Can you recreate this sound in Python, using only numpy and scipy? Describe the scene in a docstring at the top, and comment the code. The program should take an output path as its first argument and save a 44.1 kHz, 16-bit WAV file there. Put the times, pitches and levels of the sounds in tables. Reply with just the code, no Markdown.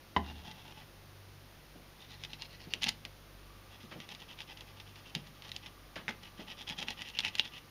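"""Filleting a fish, close up

A quiet kitchen, the microphone close to a wooden board. A heavy knife knocks on the board, slides
into the fish and saws along the backbone, about ten strokes a second: tearing fibres excite steel
and wood. Small bones snap under the edge and the fish bumps on the board. The small room echoes
faintly, and a refrigerator hums behind it all."""
import sys
import numpy as np
from scipy import signal
from scipy.fft import rfft, irfft
from scipy.io import wavfile

SR = 44100
rng = np.random.default_rng(int(sys.argv[2]) if len(sys.argv) > 2 else 0)


def pcm_store(signal):
    """Save signal as 16-bit PCM."""
    levels = np.round(np.clip(np.atleast_2d(signal), -1, 1) * 32767)
    wavfile.write(sys.argv[1], SR, levels.astype(np.int16).T)


N = 339570

# bouts of even sawing: (first stroke [s], last stroke [s], stroke length [s], first pitch [Hz],
# last pitch [Hz], pressure on the board [dB], squeak [gain])
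SAW_BOUTS = [(0.283, 0.792, 0.085, 3500, 3020, 0, 3), (2.028, 2.73, 0.066, 3700, 4430, -9.5, 5.9),
             (3.735, 5.656, 0.057, 3250, 3130, -6.5, 2.3), (6.404, 7.003, 0.06, 3200, 3180, -7, 4.8),
             (7.08, 7.553, 0.064, 2940, 3320, -14.5, 5.6)]
# how hard the hand drives the blade: (time [s], level [dB])
HAND_EFFORT = [(0.28, -55.5), (0.46, -57.5), (0.59, -59), (0.8, -60.5), (2.03, -57), (2.13, -54),
               (2.4, -53.5), (2.53, -60.5), (2.73, -56.5), (3.73, -62), (4.12, -53.5), (4.31, -57),
               (4.5, -53.5), (4.72, -61), (4.9, -56.5), (5.17, -53), (5.36, -61), (5.48, -54.5),
               (5.65, -53), (6.4, -55.5), (6.51, -49), (7.08, -46.5), (7.33, -50.5), (7.56, -49)]

def sawing(strokes_per_s=10.3, uneven_db=2.33, uneven_pitch=0.034):
    """The hand saws evenly, yet no two strokes are quite alike; gives rows like those of PUSHES."""
    rows = []
    for first, last, length, first_hz, last_hz, pressure_db, squeak in SAW_BOUTS:
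        count = round((last - first) * strokes_per_s) + 1
        for s, hz in zip(np.linspace(first, last, count), np.linspace(first_hz, last_hz, count)):
            louder, higher = rng.standard_normal(2)
            db = np.interp(s, *np.transpose(HAND_EFFORT)) + uneven_db * louder
            rows.append((s, length, db, hz * (1 + uneven_pitch * higher), pressure_db, squeak))
    return rows


# single pushes of the blade, the loud ones crunching through ribs:
# (middle [s], length [s], level [dB], pitch [Hz], pressure on the board [dB], squeak [gain])
PUSHES = [(0.464, 0.056, -55.5, 3400, 0, 2), (0.799, 0.06, -59.5, 3200, -9, 3),
          (2.835, 0.036, -40, 4500, -9.5, 3), (2.879, 0.036, -38, 4270, -7, 2.5),
          (6.097, 0.027, -41.5, 2010, -4.5, 5.3), (6.253, 0.069, -54, 3000, -7, 3.8),
          (6.898, 0.042, -49.5, 2940, 1, 2.8), (7.258, 0.052, -39, 2800, -13, 3.8),
          (7.39, 0.03, -45.5, 2950, -19, 3)]
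# the wooden board under the knife: (frequency [Hz], level [dB])
BOARD_SPECTRUM = [(60, -8), (190, 4), (450, -10.5), (650, -8.5), (850, 3.5), (1080, -12), (1400, -9.5),
                  (2500, -13.5), (8000, -49)]

def knife_strokes(saw, fibres_per_s=3000, grit_per_s=90, spread_db=4, board_db=-1, grit_db=-11):
    """Saw strokes and pushes start, run and stop; tearing fibres excite the blade and the board."""
    out = np.zeros(N)
    for s, length, db, hz, pressure_db, squeak in saw + PUSHES:
        t = np.arange(-length, length, 1 / SR)
        speed = np.exp(-abs(1.9 * t / length) ** 4)
        fibres = grains(len(t), fibres_per_s, spread_db)
        steel = blade(fibres, hz, squeak, width_hz=300)
        wood = gain_of(board_db + pressure_db) * unit_rms(colour(fibres, BOARD_SPECTRUM))
        ticks = grains(len(t), grit_per_s, spread_db)  # scales and hair-thin bones
        grit = gain_of(grit_db) * unit_rms(colour(ticks, CRACK_SPECTRUM))
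        add(out, s - length, gain_of(db) * speed * (steel + wood + grit))
    return out * gain_of(2 * wander(rate_hz=86))  # the edge catches and slips


# the edge rasping through flesh, heard close: (frequency [Hz], level [dB])
RASP_SPECTRUM = [(200, -76), (900, -11), (1500, -6.5), (1900, 4), (2300, 5.5), (2700, 3.5), (3400, 0.5),
                 (4400, -3), (5300, -2.5), (6500, -12), (9000, -18), (16000, -37)]
# resonances of the steel, damped by the flesh around it: (frequency [Hz], width [Hz], level [dB])
BLADE_MODES = [(1990, 53, 7.5), (2610, 81, 1), (2758, 38, 14.5), (2980, 87, 7), (3280, 170, 5.5),
               (3650, 180, 1), (5010, 300, 3.5), (5690, 150, 3.5)]

def blade(drive, hz, squeak, width_hz):
    """Steel colours what excites it; the grip of the flesh sets each mode's share and a broad squeak."""
    rasp = colour(drive, RASP_SPECTRUM)
    ring = np.zeros(len(rasp))
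    for mode_hz, mode_width, db in BLADE_MODES:
        share = gain_of(db) * rng.uniform(.3, 1.4)
        ring += share * resonate(rasp, mode_hz * rng.uniform(.985, 1.015), mode_width)
    return unit_rms(rasp + ring + squeak * resonate(rasp, hz, width_hz))


# bones snapping under the edge: (time [s], level [dB], pitch [Hz], splintering treble [dB])
BONE_SNAPS = [(2.2371, -27.5, 3040, -14), (2.249, -31, 3380, -4), (2.3328, -29, 3050, -14),
              (2.4211, -26, 4160, -15), (2.737, -18.5, 2850, -5), (2.8331, -19, 3100, -4),
              (2.841, -19.5, 2920, 1.5), (2.8906, -14, 4200, -1), (3.0514, -28.5, 2700, -3),
              (4.0025, -33.5, 3250, -12), (4.09, -37, 3080, -1.5), (4.389, -36.5, 2950, -14),
              (4.4046, -28, 2950, -13), (4.6084, -38, 2960, -1), (4.7998, -34.5, 3000, -7),
              (4.1493, -38, 3780, -4), (4.958, -44, 4500, -5), (5.422, -40.5, 3830, -12),
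              (5.1509, -18.5, 3160, -5), (5.5175, -36, 4100, 5), (5.5637, -37.5, 3700, 9),
              (5.6609, -35, 2900, -22), (5.9572, -34, 2660, -17), (6.0811, -22, 2050, -31),
              (6.0902, -24, 1860, -25), (6.698, -24.5, 2900, -11), (6.827, -23, 2830, -11),
              (6.8842, -19.5, 2830, -15), (6.905, -26.5, 3640, -2), (7.0195, -23.5, 2900, -10),
              (7.189, -15.5, 3900, -12), (7.1934, -17.5, 3060, -23), (7.2041, -21.5, 3320, -6),
              (7.2491, -16.5, 2730, -10.5), (7.2814, -23.5, 2930, -20), (7.353, -22.5, 2900, -3.5),
              (7.3962, -8, 3250, -16), (7.4532, -30, 3430, -15.5)]
# the crack of a bone: (frequency [Hz], level [dB])
CRACK_SPECTRUM = [(1200, -24.5), (3500, 11), (5300, -1), (7000, 0), (9500, -10.5), (15000, -22)]

def bone_snaps(thin, crack_s=0.00076, crack_db=1, crumble_db=-18, rattle_t60=0.042, wood_db=-11):
    """A bone gives way: a pip of a few cycles, a sharp crack, and a short rattle of blade and board."""
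    out, t = np.zeros(N), np.arange(SR // 10) / SR
    dying = decay(t, rattle_t60)
    usual_snap_db = -26
    for s, db, hz, splinter_db in BONE_SNAPS + thin:
        burst, shake = rng.standard_normal((2, len(t)))
        cycles = hz * t
        pip = cycles ** 2 * np.exp(2 - 2 * cycles) * np.sin(2 * np.pi * cycles)
        steel = blade(shake, hz, squeak=0.3, width_hz=600)
        wood = gain_of(wood_db) * unit_rms(colour(shake, BOARD_SPECTRUM))
        rattle_db = -9.5 - 0.44 * (db - usual_snap_db)  # a clean loud snap has a smaller share of rattle
        rattle = gain_of(rattle_db) * (steel + wood) * dying / np.sqrt(2)
        add(out, s, gain_of(db) * (pip + rattle))
        # the crack builds up as the bone splits, then crumbles away
        split = np.exp(-abs(t / crack_s - 2)) + gain_of(crumble_db) * dying
        crack = split * unit_rms(colour(burst, CRACK_SPECTRUM))
        add(out, s - crack_s, .5 * gain_of(db + crack_db + splinter_db) * crack)
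    return out


def thin_bones(saw, chance=0.3, needs_db=-56, snap_db=-38.5, centre_hz=3500, splinter_db=-6):
    """Hair-thin bones break by chance during the harder strokes; gives rows like those of BONE_SNAPS."""
    rows = []
    for s, length, db, *_ in saw:
        luck, place, pitch = rng.random(3)
        if luck < chance and db > needs_db:
            hz = centre_hz * 2 ** ((pitch - .5) / 2)
            rows.append((s + length * (place - .5), snap_db, hz, splinter_db))
    return rows


# the knife knocking on the board, close to the microphone: (time [s], level [dB])
KNOCKS = [(0.1636, -22)]
# the ring of board, counter and blade: (frequency [Hz], level [dB], t60 [s])
KNOCK_MODES = [(75.5, -13.5, 0.64), (217, -11, 0.212), (259.7, -19, 0.2), (348, -21.5, 0.23),
               (396, -13.5, 0.16), (680, -17, 0.19), (795, -11.5, 0.11), (867, -17, 0.14),
               (960, -15, 0.064), (1003, -23, 0.25), (1014, 3.5, 0.061), (1830, -19, 0.099),
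               (2000, -5.5, 0.046), (2910, -9.5, 0.044), (3030, 0, 0.022), (3770, -15, 0.037)]
# the thud of steel on wood: (frequency [Hz], level [dB])
THUD_SPECTRUM = [(125, -18), (215, 14), (330, -3.5), (480, -5.5), (1000, -1.5), (1450, -15.5), (2000, -6),
                 (2450, -22), (3100, -19), (4500, -25.5), (7000, -35.5), (16000, -61)]

def knife_knock(rise_s=0.0007, thud_db=2, thud_t60=0.061):
    """Steel meets wood: a dense thud and the ringing modes."""
    out, t = np.zeros(N), np.arange(SR) / SR
    attack = 1 - np.exp(-t / rise_s)
    for s, db in KNOCKS:
        ring = sum(gain_of(mode_db) * decay(t, t60) * np.sin(2 * np.pi * (hz * t + rng.random()))
                   for hz, mode_db, t60 in KNOCK_MODES)
        thud = unit_rms(colour(rng.standard_normal(len(t)), THUD_SPECTRUM)) * decay(t, thud_t60)
        add(out, s, gain_of(db) * (ring + gain_of(thud_db) * thud) * attack)
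    return out


# fish and hand bumping on the board: (time [s], level [dB], dull above [Hz])
BUMPS = [(1.75, -48, 500), (2.67, -45.5, 410), (2.737, -46, 700), (2.884, -52, 700), (3.052, -52.5, 1300),
         (3.834, -47.5, 300), (3.913, -42, 1450), (3.954, -42.5, 348), (5.153, -37, 138),
         (5.958, -35.5, 1460), (6.084, -39.5, 1600), (6.391, -42, 860), (6.816, -43, 900)]
# flesh against wood: (frequency [Hz], level [dB])
BUMP_SPECTRUM = [(40, -36), (130, -8.5), (205, -3.5), (320, -7.5), (600, -8), (1200, -12), (3000, 1),
                 (7000, -6)]

def fish_bumps(rise_s=0.0048, t60=0.16):
    """Soft wet flesh pats the board: a dull push that dies quickly."""
    out, t = np.zeros(N), np.arange(SR // 2) / SR
    envelope = (1 - np.exp(-t / rise_s)) * decay(t, t60)
    for s, db, dull_hz in BUMPS:
        pat = colour(rng.standard_normal(len(t)), BUMP_SPECTRUM)
        dull_pat = unit_rms(signal.lfilter(*signal.butter(2, dull_hz, fs=SR), pat))
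        add(out, s, gain_of(db) * dull_pat * envelope)
    return out


# how long the kitchen rings around the board: (frequency [Hz], t60 [s])
ROOM_DECAY = [(100, 0.97), (500, 0.25), (3000, 0.2), (12000, 0.11)]

def room_echo(x, delay_s=0.0071):
    """Sparse reflections of a small kitchen reach the microphone; the treble dies first."""
    reflections = grains(SR // 2, per_s=3000, spread_db=0) * (np.arange(SR // 2) > delay_s * SR)
    hz, t, spectra = signal.stft(reflections, SR, nperseg=256)
    tail = signal.istft(spectra * decay(t, value_at(ROOM_DECAY, hz)[:, None]), SR, nperseg=256)[1]
    return signal.fftconvolve(x, tail / np.linalg.norm(tail))[:N]


# the refrigerator humming in the background: (frequency [Hz], level [dB])
FRIDGE_HUM = [(48.4, -65.5), (97.6, -63.5), (145.3, -69), (339, -76.5), (538, -77)]
# a faint whine that swells in after 3.2 s and then stays: (time [s], level [dB])
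WHINE_LEVEL = [(3.2, -83), (3.5, -66), (4.5, -72.5), (6.3, -69)]
# kitchen air and microphone hiss: (frequency [Hz], level [dB])
AIR_SPECTRUM = [(20, -8), (45, -5), (70, -4.5), (130, -6), (230, -6.5), (400, -9), (800, -12), (1200, -13),
                (2000, -15), (3500, -16.5), (5500, -20), (7000, -26), (10000, -26.5), (16000, -26.5)]

def room_tone(air_db=-58, waver_db=3.0, drift_turns=0.066, whine_hz=1182, whine_width_hz=45):
    """Behind the board: steady air and hiss, the refrigerator's wavering hum, and a fuzzy whine."""
    t = np.arange(N) / SR
    air = gain_of(air_db) * unit_rms(colour(rng.standard_normal(N), AIR_SPECTRUM))
    hum = np.zeros(N)
    for hz, db in FRIDGE_HUM:
        level = gain_of(db + waver_db * wander(rate_hz=2.1))
        hum += level * np.sin(2 * np.pi * (hz * t + drift_turns * wander(rate_hz=1.4)))
    whine = unit_rms(resonate(rng.standard_normal(N), whine_hz, whine_width_hz))
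    whine *= gain_of(np.interp(t, *np.transpose(WHINE_LEVEL)))
    return air + np.sqrt(2) * hum + whine


def gain_of(db):
    """Decibels to amplitude."""
    return 10 ** (np.asarray(db) / 20)


def unit_rms(x):
    """Scales to an rms of one."""
    return x / np.sqrt(np.mean(x ** 2) + 1e-20)


def decay(t, t60):
    """Falls by 60 dB in t60 seconds."""
    return np.exp(-np.log(1000) * t / t60)


def value_at(points, hz):
    """A table's value at any frequency, on a log axis."""
    table_hz, value = np.transpose(points)
    return np.interp(np.log(hz + 1), np.log(table_hz + 1), value)


def add(mix, s, sound):
    """Mixes a sound in at s seconds."""
    part = mix[max(round(s * SR), 0):][:len(sound)]
    part += sound[:len(part)]


def colour(x, points, size=4096):
    """Minimum-phase filter with the given spectrum."""
    hz = abs(np.fft.fftfreq(size, 1 / SR))
    log_gain = np.log(gain_of(value_at(points, hz)))
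    response = np.exp(np.conj(signal.hilbert(log_gain)))
    taps = np.fft.ifft(response).real[:size // 2]
    return signal.fftconvolve(x, taps)[:len(x)]


def resonate(x, hz, width_hz):
    """One resonance of gain one."""
    return signal.lfilter(*signal.iirpeak(hz, hz / width_hz, SR), x)


def wander(rate_hz):
    """Smooth random drift with an rms of one."""
    hz = np.fft.rfftfreq(N, 1 / SR)
    return unit_rms(irfft(rfft(rng.standard_normal(N)) * np.exp(-(hz / rate_hz) ** 2), N))


def grains(size, per_s, spread_db):
    """Sparse tiny clicks of uneven strength and either sign."""
    strength = gain_of(spread_db * np.minimum(rng.exponential(1, size), 4))
    return strength * rng.choice([-1, 1], size) * (rng.random(size) < per_s / SR)


def scene(work_echo_db=-15, snap_echo_db=-18):
    """The work on the board up close, its echo, and the kitchen behind, in mono."""
    behind, saw = room_tone(), sawing()
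    work = knife_knock() + fish_bumps() + knife_strokes(saw)
    bones = bone_snaps(thin_bones(saw))
    echo = room_echo(gain_of(work_echo_db) * work + gain_of(snap_echo_db) * bones)
    return (work + bones + echo + behind)[None]


# response of the microphone by the board: (frequency [Hz], level [dB])
MICROPHONE_RESPONSE = [(6700, 0), (7300, -5.5), (7800, -19.5), (8400, -5.5), (9000, 1)]

def record(dry, edge_hz=15600):
    """One close microphone with a notch in the treble, then the band limit."""
    heard = colour(dry[0], MICROPHONE_RESPONSE)
    lowpass = signal.firwin(511, edge_hz, window=("kaiser", 9), fs=SR)
    return signal.oaconvolve(heard, lowpass, "same")[None]


dry = scene()
out = record(dry)
pcm_store(out)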